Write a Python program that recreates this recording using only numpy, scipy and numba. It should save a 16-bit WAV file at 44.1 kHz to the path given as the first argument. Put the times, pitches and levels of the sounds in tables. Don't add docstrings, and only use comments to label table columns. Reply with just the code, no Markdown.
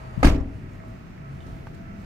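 import sys
import numpy as np
from scipy import signal
from scipy.io import wavfile
from scipy.ndimage import uniform_filter1d
from numba import njit

SR = 44100
rng = np.random.default_rng(int(sys.argv[2]) if len(sys.argv) > 2 else 0)


def store_wav(level_fs):
    pcm = np.round(np.clip(np.atleast_2d(level_fs), -1, 1) * 32767)
    wavfile.write(sys.argv[1], SR, pcm.T.astype(np.int16))


def makeup_ratio(level_db):
    decades = np.asarray(level_db, float) / 20
    return 10 ** decades


N = 90404
T = np.arange(N) / SR
LR = np.array([[1], [-1]])


@njit
def svf(x, hz, width):
    y, b, l = np.empty(len(x)), 0., 0.
    g, k = np.tan(np.pi * hz / SR), width / hz
    for i in range(len(x)):
        v = (b + g * (x[i] - l)) / (1 + g * (g + k))
        b, l, y[i] = 2 * v - b, l + 2 * g * v, k * v
    return y


def unit(x):
    return x / np.sqrt(np.mean(x ** 2))


def noise():
    return rng.standard_normal(N)


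def walk(rate):
    k = int(SR / rate)
    steps = np.repeat(rng.standard_normal(N // k + 1), k)
    return 1.3 * uniform_filter1d(uniform_filter1d(steps, k), k)[:N]


def at(table, hz, axis):
    table = np.array(table)
    return np.interp(np.log(hz), np.log(table[:, 0]), table[:, axis])


def over_time(table, axis=1):
    table = np.array(table)
    return np.interp(T, table[:, 0], table[:, axis])


def push(s, db, ms):
    u = np.clip((T - s) * 1000 / ms, 0, 1)
    return makeup_ratio(db) * np.sin(np.pi * u) * np.pi / 2 * 1000 / (ms * SR)


def ring(force, hz, t60):
    p = np.exp(2j * np.pi * hz / SR - np.log(1000) / (t60 * SR))
    return signal.lfilter([1], [1, -p], force).imag


def struck(force, modes):
    out = sum(makeup_ratio(db + LR * pan / 2) * ring(force, hz, t60) for hz, db, t60, pan in modes)
    lag_s = 0.00025
    return np.array([np.roll(out[0], int(lag_s * SR)), out[1]])


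# [f/Hz, left minus right/dB]
PORTS = [(60, 2), (110, 0.5), (200, 1), (380, -1), (700, -7), (1290, 1.5), (2380, -8), (4400, 2),
         (8120, 4.5), (15000, -17)]


def pair(hz, width, likeness):
    c = np.clip(at(likeness, hz, axis=1), -.97, .97)
    wide = width / np.sinc(2 * hz / SR)
    mid, side = (unit(svf(svf(noise(), hz, wide), hz, wide)) for _ in range(2))
    both = (np.sqrt(1 + c) * mid + np.sqrt(1 - c) * side * LR) / np.sqrt(2)
    return both * makeup_ratio(LR * at(PORTS, hz, axis=1) / 2)


# [f/Hz, level/dB per Hz]
TOWN = [(20, 0.5), (65, -12), (90, -1.5), (200, -7), (390, -18.5), (450, -25), (650, -21.5), (1000, -30.5)]
# [f/Hz, level/dB per Hz]
HISS = [(1050, -31), (1300, -28), (2000, -29), (2550, -33), (3000, -42), (6900, -47), (7900, -60),
        (10000, -58), (15700, -63)]
# [t/s, drone level/dB, tyre hiss level/dB]
TRAFFIC = [(0, -3.5, -4), (.2, 0, -21), (.5, 1.5, -4), (.75, 0.5, -1.5), (1.1, -1, 0.5), (1.25, -2, -1.5),
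           (1.45, 1, 1), (1.7, 0, .5), (2.05, 0, 0.5)]
# [f/Hz, correlation]
LIKENESS = [(60, 1), (130, 0.7), (290, 0.89), (640, -0.65), (1410, 0.28), (3100, -0.19), (6820, -0.025),
            (15000, 0.72)]


def traffic():
    out, swell = 0, walk(1.66)
    drone, tyres = over_time(TRAFFIC, 1), over_time(TRAFFIC, 2)
    for hz in 24 * 2 ** np.arange(0, 9.3, 1 / 4):
        flow = drone * (hz < 500) + tyres * (hz > 2700)
        flicker = .5 * swell + walk(6.62)
        db = at(TOWN + HISS, hz, axis=1) + 10 * np.log10(hz) + flow + flicker
        out = out + makeup_ratio(db) * pair(hz, hz / 4, LIKENESS)
    return makeup_ratio(-39.5) * unit(out)


# [t/s, level/dB, f/Hz]
RUMBLE = [(0, -46.5, 132.2), (.55, -45, 99.96), (0.85, -43, 100.3), (1.099, -51, 169.1), (1.319, -39, 135),
          (1.499, -53, 123.2), (1.651, -41.5, 130.4), (1.82, -60.5, 190.6), (1.92, -49.5, 192.4),
          (1.985, -37, 199.8), (2.05, -50.5, 196.5)]


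def rumble():
    turns = np.cumsum(over_time(RUMBLE, 2) * (1 + 0.024 * walk(30.27))) / SR
    level = makeup_ratio(over_time(RUMBLE) + 2 * walk(25.3) + LR / 2)
    return np.sqrt(2) * level * np.sin(2 * np.pi * turns)


# [t/s, f/Hz, level/dB]
MOTOR = [
    (0, 640, -54.5),
    (.55, 643.8, -64.5),
    (0.702, 643, -57.5),
    (0.949, 645.7, -56.5),
    (1.12, 649, -68),
    (1.25, 653.6, -55),
    (1.5, 657.6, -56.5),
    (1.699, 662.6, -59),
    (1.9, 671.3, -54.5),
    (2.05, 664, -61),
]
# [multiple of f, level/dB]
MOTOR_ORDERS = [
    (1, 3.5),
    (2, 2),
    (3, -11.5),
]


def motor():
    phase = 2 * np.pi * np.cumsum(over_time(MOTOR, 1) * (1 + 0.00695 * walk(44.88))) / SR
    lines = sum(makeup_ratio(db + 3.0 * walk(22) - 2.5 - 3 * LR / 2) * np.sin(k * (phase + .9 * LR))
                for k, db in MOTOR_ORDERS)
    return np.sqrt(2) * makeup_ratio(over_time(MOTOR, 2)) * lines


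# [t/s, level/dB]
GUSTS = [(0, -41), (.12, -41), (.22, -38.5), (.45, -48.5), (.56, -46), (.68, -49), (.75, -44), (.82, -54),
         (.88, -45.5), (1.0, -53), (1.12, -59), (1.25, -52.5), (1.33, -47), (1.43, -49), (1.52, -43.5),
         (1.65, -48.5), (1.78, -50), (1.9, -59), (2.0, -44.5)]


def wind():
    wind_hz, width_hz = 51.4, 26.7
    gusts = np.array([makeup_ratio(2.0 * walk(9.7)) * unit(svf(noise(), wind_hz, width_hz)) for _ in range(2)])
    return makeup_ratio(over_time(GUSTS)) * (gusts + 0.62 * gusts[::-1]) * np.array([[.9], [.7]])


# [t/s, level/dB, f/Hz, ring/ms]
TICKS = [(.735, -61, 7000, 8), (.802, -46, 1900, 10), (.838, -41, 800, 12), (.882, -61, 11000, 8),
         (1.178, -51, 1950, 30), (1.405, -59, 3050, 90), (1.406, -60, 3650, 90), (1.414, -62, 3000, 110),
         (1.428, -63, 3500, 90), (1.465, -50, 500, 20), (1.483, -48, 900, 12), (1.6701, -35.5, 1160, 22),
         (1.6722, -47, 1160, 16)]
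TICK_SPREAD = [
    (.77, .9),
    (1, 1),
    (1.33, .75),
]


def ticks():
    out = 0
    for s, db, hz, ms in TICKS:
        tap, spread = push(s, 0, 0.076), min((1300 / hz) ** 3, 1)
        out = out + makeup_ratio(db) * sum(g * ring(tap, hz * r ** spread, ms / 1000) for r, g in TICK_SPREAD)
    return -out * makeup_ratio(-1.5 * LR / 2)


# [t/s, length/s, level/dB]
SCUFFS = [
    (1.42, .05, -72),
    (1.469, .012, -63),
    (1.489, .05, -65.5),
    (1.672, 0.011, -57),
    (1.75, .014, -59),
    (1.777, 0.027, -67),
    (2.02, 0.0081, -70),
]


def scuffs():
    shape = sum(makeup_ratio(db) * np.exp(-((T - s) / (length / 2)) ** 2) for s, length, db in SCUFFS)
    grit = [unit(svf(svf(noise() * makeup_ratio(3 * walk(500)), 3500., 4000.), 3500., 14000.)) for _ in range(2)]
    return shape * np.array(grit) * makeup_ratio(3 * LR / 2)


# [f/Hz, width/Hz, level/dB]
SWISH = [
    (780, 1040, -49),
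    (4600, 490, -71),
    (6650, 750, -77.5),
    (11000, 2300, -85),
]


def swish():
    let_go_s, fade_s = 0.232, 0.027
    fade = np.clip((let_go_s - T) / fade_s, 0, 1) * makeup_ratio(2 * walk(42.4))
    cloth = sum(makeup_ratio(db) * pair(1. * hz, 1. * width, LIKENESS) for hz, width, db in SWISH)
    return fade * makeup_ratio(6 * LR / 2) * cloth


# [t/s, level/dB, width/ms]
PUFFS = [
    (.1797, -11, 1.8),
    (.1965, -19, 2.5),
    (.2035, -21, 2.5),
    (.2150, -24, 5),
    (.4120, -17, 3.5),
]


def draught():
    puffs = 0
    for s, db, ms in PUFFS:
        u = (T - s) * 1000 / ms
        puffs = puffs + makeup_ratio(db) * (1 - u ** 2) * np.exp(-u ** 2 / 2)
    return puffs * np.array([[1], [.08]])


# [t/s, level/dB, f/Hz, ring/ms]
RATTLES = [(.2305, -34, 10800, 15), (.2330, -35, 7000, 14), (.2362, -33, 6460, 16),
           (.2305, -31.5, 4730, 18), (.2465, -33, 2480, 37), (.2520, -35, 8500, 28),
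           (.2530, -38, 11000, 20), (.2525, -29, 5570, 17), (.2565, -34, 9100, 25), (.2575, -24, 4600, 27),
           (.2640, -30, 2320, 59), (.2690, -38, 4110, 23), (.2700, -43, 8780, 22), (.2740, -29.5, 1583, 45),
           (.2810, -32, 2190, 50), (.2820, -40, 6200, 48), (.2880, -39, 6000, 50), (.3000, -42, 4700, 26),
           (.3100, -44, 2060, 43), (.3210, -48, 7150, 47), (.3420, -43, 2250, 35), (.3630, -53, 5450, 40),
           (.3670, -46, 2600, 23), (.3929, -48, 2020, 40), (.4020, -59, 5500, 50), (.4050, -63, 7000, 40),
           (.4438, -50, 1920, 30)]


def rattles():
    out, spread = np.zeros((2, N)), 0.048
    for s, db, hz, ms in RATTLES:
        tap = push(s, db, 0.057)
        low, high = (ring(tap, hz * (1 + k * spread / 2), ms / 1000) for k in (-1, 1))
        out = out + np.array([low + 0.27 * high, high + 0.56 * low])
    return out


# [f/Hz, level/dB, t60/s, start t/s]
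CABIN = [
    (24, -7, .5, .2400),
    (41, -16, .45, .2468),
    (51, -20, .55, .2468),
    (64, -11.5, .55, .2472),
    (73, -19, .3, .2468),
]


def cabin():
    push_ms = 4
    boom = sum(makeup_ratio(db) * ring(push(s, 0, push_ms), hz, t60) for hz, db, t60, s in CABIN)
    return boom * makeup_ratio(2 * LR / 2)


# [t/s, level/dB, contact/ms]
BLOWS = [
    (0.2469, -11.5, 1.66),
    (0.2518, -11, 2.9),
    (0.265, -30, 2.36),
    (0.281, -9.5, 4.02),
    (0.2974, -23, 3.7),
    (0.3085, -11, 3.4),
    (0.324, -16, 2.53),
    (.3480, -26.5, 2.6),
    (.3640, -27.5, 3.5),
]
# [f/Hz, level/dB, t60/s, pan/dB]
PANEL = [(135, -11, 0.07, 3), (207, -24, 0.28, -2), (249.4, -10.5, 0.5, -2.5), (278.2, -8, 0.64, 3),
         (312, -6.5, 0.35, 4.5), (367, -9, 0.12, -14), (459, -43, 0.1, -3), (512, -11.5, 0.063, 26),
         (539, -15.5, 0.26, -20), (648, -12.5, 0.48, 9), (800, -13, 0.24, 8), (1175, -9, 0.21, 23),
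         (1210, -37, .2, -2), (1360, -27, .2, 3)]


def panel():
    knock_db = 28.5
    blows = sum(push(*row) for row in BLOWS)
    return struck(blows, PANEL) + makeup_ratio(knock_db) * blows


# [t/s, level/dB]
LATCH_STEPS = [
    (.2294, -9.5),
    (.2311, -11),
    (.2333, -10),
    (.2372, -22.5),
    (0.2446, -14),
    (.2477, -14),
    (.2570, -30),
    (.2690, -17.5),
    (.2810, -24),
]
# [f/Hz, level/dB, t60/s, pan/dB]
LATCH = [(295, -4, 0.05, 5), (540, -17, 0.036, -4), (720, -2.5, 0.02, -1), (858, -6.5, 0.031, -1.5),
         (1220, -8, 0.02, 13), (1650, -12, 0.049, -9), (2120, -14.5, 0.079, -19.5), (2690, -23, 0.028, -17),
         (4960, -30, .015, 4)]


def latch():
    return struck(sum(push(s, db, 0.33) for s, db in LATCH_STEPS), LATCH)


def crack_level():
    crack_db, t60_s = -11, 0.033
    return sum(makeup_ratio(db + crack_db - 60 * np.abs(T - s) / t60_s) * (T >= s) for s, db in LATCH_STEPS)


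# [f/Hz, level/dB per Hz, t60/s]
SHIVER = [(100, -10, 0.74), (200, -18, 0.66), (290, -14, 0.62), (593, -23.5, 0.62), (980, -26, 0.37),
          (2500, -30, 0.26), (4900, -39, 0.27), (9000, -44, 0.16), (15000, -58, 0.21)]
# [f/Hz, correlation]
SLAM_LIKENESS = [(60, 0.87), (130, 1), (290, 1), (640, -0.044), (1410, 0.61), (3100, -0.68), (6820, 0.1),
                 (15000, 0.84)]


def shiver():
    start_s, rise_s, hold_s, treble_late_s = 0.2323, 0.016, 0.012, 0.017
    crack_top_hz = 5900
    since, cracks, out = np.maximum(T - start_s, 0), crack_level(), 0
    rise = makeup_ratio(-18.5) * np.minimum(since / rise_s, 1)
    grain = makeup_ratio(2.0 * walk(300))
    for hz in 100 * 2 ** np.arange(0, 7.4, .5):
        fall = np.maximum(since - rise_s - hold_s, 0) / at(SHIVER, hz, axis=2)
        late = np.clip(since / treble_late_s, 0, 1) ** (hz / 7000)
        shake = late * rise * grain ** min(hz / 1000, 1) * makeup_ratio(-60 * fall)
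        shape = shake + cracks * min(hz / 1500, 1, (crack_top_hz / hz) ** 3)
        level = makeup_ratio(at(SHIVER, hz, axis=1) + 10 * np.log10(hz / 70))
        out = out + level * shape * pair(hz, hz / 2, SLAM_LIKENESS)
    return out


def door():
    return latch() + panel() + cabin() + shiver()


def yard(near):
    yard_db, t60_s = -19, 0.17
    t = T[:SR // 2]
    tail = rng.standard_normal((2, len(t))) * makeup_ratio(-60 * t / t60_s) * (t > .004)
    thin = signal.sosfilt(signal.butter(2, 150, "high", fs=SR, output="sos"), near)
    echoes = signal.fftconvolve(thin, tail / np.sqrt(np.sum(tail ** 2) / 2), axes=1)[:, :N]
    return makeup_ratio(yard_db) * echoes


def scene():
    far = traffic() + rumble() + motor()
    air = wind() + swish() + draught()
    near = ticks() + scuffs() + rattles() + door()
    return far + air + near + yard(near)


def roll_off(x):
    return signal.sosfilt(signal.butter(12, 15880, fs=SR, output="sos"), x)


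def record(dry):
    x = signal.sosfilt(signal.butter(2, 25, "high", fs=SR, output="sos"), dry)
    rounded = 1.5 * np.tanh(x / 1.5)
    mix = signal.sosfilt(signal.ellip(8, .2, 60, 15800, fs=SR, output="sos"), rounded)
    return roll_off(mix)


dry = scene()
out = record(dry)
store_wav(out)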